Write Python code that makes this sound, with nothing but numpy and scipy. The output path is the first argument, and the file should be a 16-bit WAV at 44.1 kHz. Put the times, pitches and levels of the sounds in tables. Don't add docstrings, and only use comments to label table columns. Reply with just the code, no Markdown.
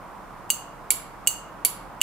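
import sys
import numpy as np
from scipy import signal
from scipy.fft import rfft, irfft, next_fast_len
from scipy.io import wavfile
from scipy.ndimage import map_coordinates

SR = 44100
rng = np.random.default_rng(int(sys.argv[2]) if len(sys.argv) > 2 else 0)


def natural_amplitude(level_db):
    exponent = np.asarray(level_db, float) / 20
    return 10 ** exponent


def wrap_up_sound(samples):
    columns = np.atleast_2d(samples).T
    tamed = np.clip(columns, -1, 1)
    steps = np.round(tamed * 32767).astype(np.int16)
    wavfile.write(sys.argv[1], SR, steps)


N = 89346


def unit(x):
    return x / np.sqrt(np.mean(x ** 2) + 1e-20)


def along(points, hz):
    f, v = np.transpose(points)
    return np.interp(np.log(hz + 1), np.log(f + 1), v)


def sides(left_minus_right_db):
    return natural_amplitude(np.array([left_minus_right_db / 2, -left_minus_right_db / 2]))


def filtered(x, response):
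    n = x.shape[-1]
    size = next_fast_len(n + 8192)
    spectrum = rfft(x, size) * response(np.fft.rfftfreq(size, 1 / SR))
    return irfft(spectrum, size)[..., :n]


def wobble(knots_per_s):
    knots = rng.standard_normal(int(N * knots_per_s / SR) + 4)
    return map_coordinates(knots, [np.arange(N) * knots_per_s / SR])


def roar():
    # (frequency [Hz], density [dB per Hz, relative])
    roar_density = [(15, -27.5), (26, -5), (50, -10), (80, -13.5), (115, -8), (146, -5.5), (200, -4.5),
                    (250, -12.5), (300, -6.5), (400, -12), (500, -9), (700, -6.5), (980, -3), (1300, -7.5),
                    (1700, -16), (3000, -28), (6000, -43.5), (9000, -120)]
    # (frequency [Hz], left-right correlation [-1..1])
    likeness = [(60, 0.3), (300, 0.74), (1400, 0.69), (3100, 0.44)]
    level_db, swell_db = -42.5, 0.2

    def mid_side_response(hz):
        angle = np.arccos(np.clip(along(likeness, hz), -1, 1)) / 2
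        return natural_amplitude(along(roar_density, hz)) * [np.cos(angle), np.sin(angle)]

    mid, side = filtered(rng.standard_normal((2, N)), mid_side_response)
    stereo = unit(np.array([mid + side, mid - side]))
    return natural_amplitude(level_db + swell_db * wobble(2.8)) * stereo


def hum():
    # (frequency [Hz], peak level [dB], pitch wander [Hz], level wander [dB])
    drones = [(40.4, -54, 4, 2.5), (122.4, -62, 6.6, 2.5), (167.2, -67, 4.3, 7.5), (285.2, -61, 5, -1)]
    total = np.zeros(N)
    for hz, db, wander_hz, wander_db in drones:
        level = natural_amplitude(db + wander_db * wobble(9.3))
        phase = 2 * np.pi * np.cumsum(hz + wander_hz * wobble(9)) / SR
        total += level * np.sin(phase)
    return total


def background():
    left_minus_right_db = -2
    return sides(left_minus_right_db)[:, None] * (roar() + hum())


def microphone_hiss():
    # (frequency [Hz], density [dB per Hz, relative])
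    hiss_density = [(1760, -6), (3000, -6.5), (4500, 0), (9000, 0), (15600, -3.5), (15800, -42)]
    level_db = -62
    noise = rng.standard_normal((2, N))
    return natural_amplitude(level_db) * unit(filtered(noise, lambda hz: natural_amplitude(along(hiss_density, hz))))


def ringing(modes, kind, t, longer=1):
    scatter_db, right_lag_s, rise_s = 2.64, .00002, .00022
    ear_t = t - np.array([[0], [right_lag_s]])
    total = np.zeros((2, len(t)))
    for hz, pull_db, drop_db, t60_s, left_minus_right_db in modes:
        start_db = (pull_db, drop_db)[kind] + scatter_db * rng.normal()
        decay = natural_amplitude(start_db - 60 * t / (t60_s * longer))
        total += sides(left_minus_right_db)[:, None] * decay * np.sin(2 * np.pi * hz * ear_t)
    return total * (1 - np.exp(-t / rise_s))


def small_parts_rattle(kind, t):
    # (frequency [Hz], density [dB per Hz, relative])
    rattle_density = [(1940, -60), (3300, -27.5), (4560, 2.5), (5420, -40), (6220, 5.5), (7740, -3),
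                      (9370, 3), (12000, -7), (16000, -4)], [(1530, -31.5), (2600, -14), (3580, -14.5),
                      (4490, -9), (5780, -17), (7310, -10), (9840, -5.5), (11500, -3.5), (16000, -19.5)]
    level_db, t60_s, left_minus_right_db = -14.5, 0.082, -10
    a, b = rng.standard_normal((2, len(t)))
    noise = np.array([a + .45 * b, a - 0.15 * b])
    rattle = unit(filtered(noise, lambda hz: natural_amplitude(along(rattle_density[kind], hz))))
    return natural_amplitude(level_db - 60 * t / t60_s) * sides(left_minus_right_db)[:, None] * rattle


def settling(kind, t):
    start_s, change_db, takes_s = (.0082, .0095)[kind], (-10, -3)[kind], .0008
    return natural_amplitude(change_db * np.clip((t - start_s) / takes_s, 0, 1))


def solenoid():
    # (time [s], strength [dB])
    pulls = [(.50255, -5.2), (1.27300, -4.5), (2.01455, -4.7)]
    # (time [s], strength [dB])
    drops = [(.90500, -4.2), (1.64925, -4.6)]
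    shell_hz = [370, 2240, 2325, 2872, 2960, 4545, 4660, 6385, 6950, 7420, 7625, 8080, 9340, 10360, 10480,
                11635, 13400, 15050, 15300]
    # (mean pull level [dB], mean drop level [dB], t60 before settling [s], left minus right [dB])
    shell_rows = [(-53, -31, 0.098, 0.5), (-46, -26.5, 0.045, 0), (-31, -20, 0.068, 0),
                  (-12.5, -42, 0.092, 2), (-30, -41.5, 0.04, 1.5), (-28.5, -22, 0.083, 5.5),
                  (-26, -34, 0.065, -13), (-26, -22, 0.034, -13), (-32.5, -28, 0.039, 13),
                  (-21, -15, 0.041, 4), (-12.5, -20, 0.053, -8.5), (-25, -28.5, 0.055, -18),
                  (-50, -19, .05, 0), (-30, -25.5, 0.051, -2.5), (-39.5, -26, 0.14, -2),
                  (-17, -12, 0.083, 3), (-18.5, -29, 0.013, 14), (-26, -26, 0.036, -1), (-26, -29, .04, -1)]
    # (frequency [Hz], mean pull level [dB], mean drop level [dB], pull t60 [s], left minus right [dB])
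    snap_modes = [(3000, -11, -28, .004, 0), (7600, 4.5, -1.5, .0033, -4), (10400, -8, -3.5, .0038, -4),
                  (15200, -10, -11, .004, -6)]
    snap_longer = (1, 2.4)
    rebound_s, rebound_db = (.004, .0045), (-9, -26)
    lift_lead_s, lift_db, lift_t60_s = .0077, -33.5, .02

    t = np.arange(SR // 5) / SR
    shell_out, rest_out = np.zeros((2, 2, N + SR))
    shell_modes = [(hz, *row) for hz, row in zip(shell_hz, shell_rows)]

    def place(out, at_s, db, sound):
        start = round(at_s * SR)
        out[:, start:start + len(t)] += natural_amplitude(db) * sound

    for kind, strokes in enumerate((pulls, drops)):
        rattle = small_parts_rattle(kind, t)
        damping = settling(kind, t)
        for s, db in strokes:
            snap = ringing(snap_modes, kind, t, snap_longer[kind])
            shell = ringing(shell_modes, kind, t)
            if kind == 0:
                lift_off = (.4 * snap + 3 * shell) * natural_amplitude(-60 * t / lift_t60_s)
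                place(shell_out, s - lift_lead_s, db + lift_db, lift_off)
            place(shell_out, s, db, damping * shell)
            place(rest_out, s, db, snap + rattle)
            place(rest_out, s + rebound_s[kind], db + rebound_db[kind], snap)
    return shell_out[:, :N], rest_out[:, :N]


def workshop(x):
    # (frequency [Hz], t60 [s])
    room_t60 = [(1500, 1), (3000, 0.5), (4500, 0.46), (8000, 0.31), (15600, 0.26), (15800, 0.016)]
    # (frequency [Hz], left minus right [dB])
    room_pan = [(2500, -2), (5000, -1), (8000, -3), (15000, -8.5)]
    level_db, delay_s = -5.5, 0.0042
    hz, t, bands = signal.stft(rng.standard_normal((2, SR // 2)), SR, nperseg=256)
    decay = natural_amplitude(-60 * t / along(room_t60, hz)[:, None])
    tail = signal.istft(bands * decay, SR, nperseg=256)[1]
    tail = filtered(tail / np.linalg.norm(tail[0]), lambda f: sides(along(room_pan, f)))
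    late = np.pad(x.mean(axis=0), (round(delay_s * SR), 0))
    return natural_amplitude(level_db) * signal.fftconvolve(late[None], tail, axes=1)[:, :N]


def scene():
    shell_to_room_db = -7
    shell, rest = solenoid()
    room = workshop(rest + natural_amplitude(shell_to_room_db) * shell)
    return background() + shell + rest + room


def top_cut(x):
    return signal.sosfilt(signal.butter(12, 16820, fs=SR, output="sos"), x)


def record(dry):
    # (frequency [Hz], gain [dB])
    band_limit = [(15600, 0), (15800, -15), (16500, -16), (16750, -90)]
    clipped = np.clip(dry + microphone_hiss(), -1, 1)
    mix = filtered(clipped, lambda hz: natural_amplitude(along(band_limit, hz)))
    return top_cut(mix)


dry = scene()
out = record(dry)
wrap_up_sound(out)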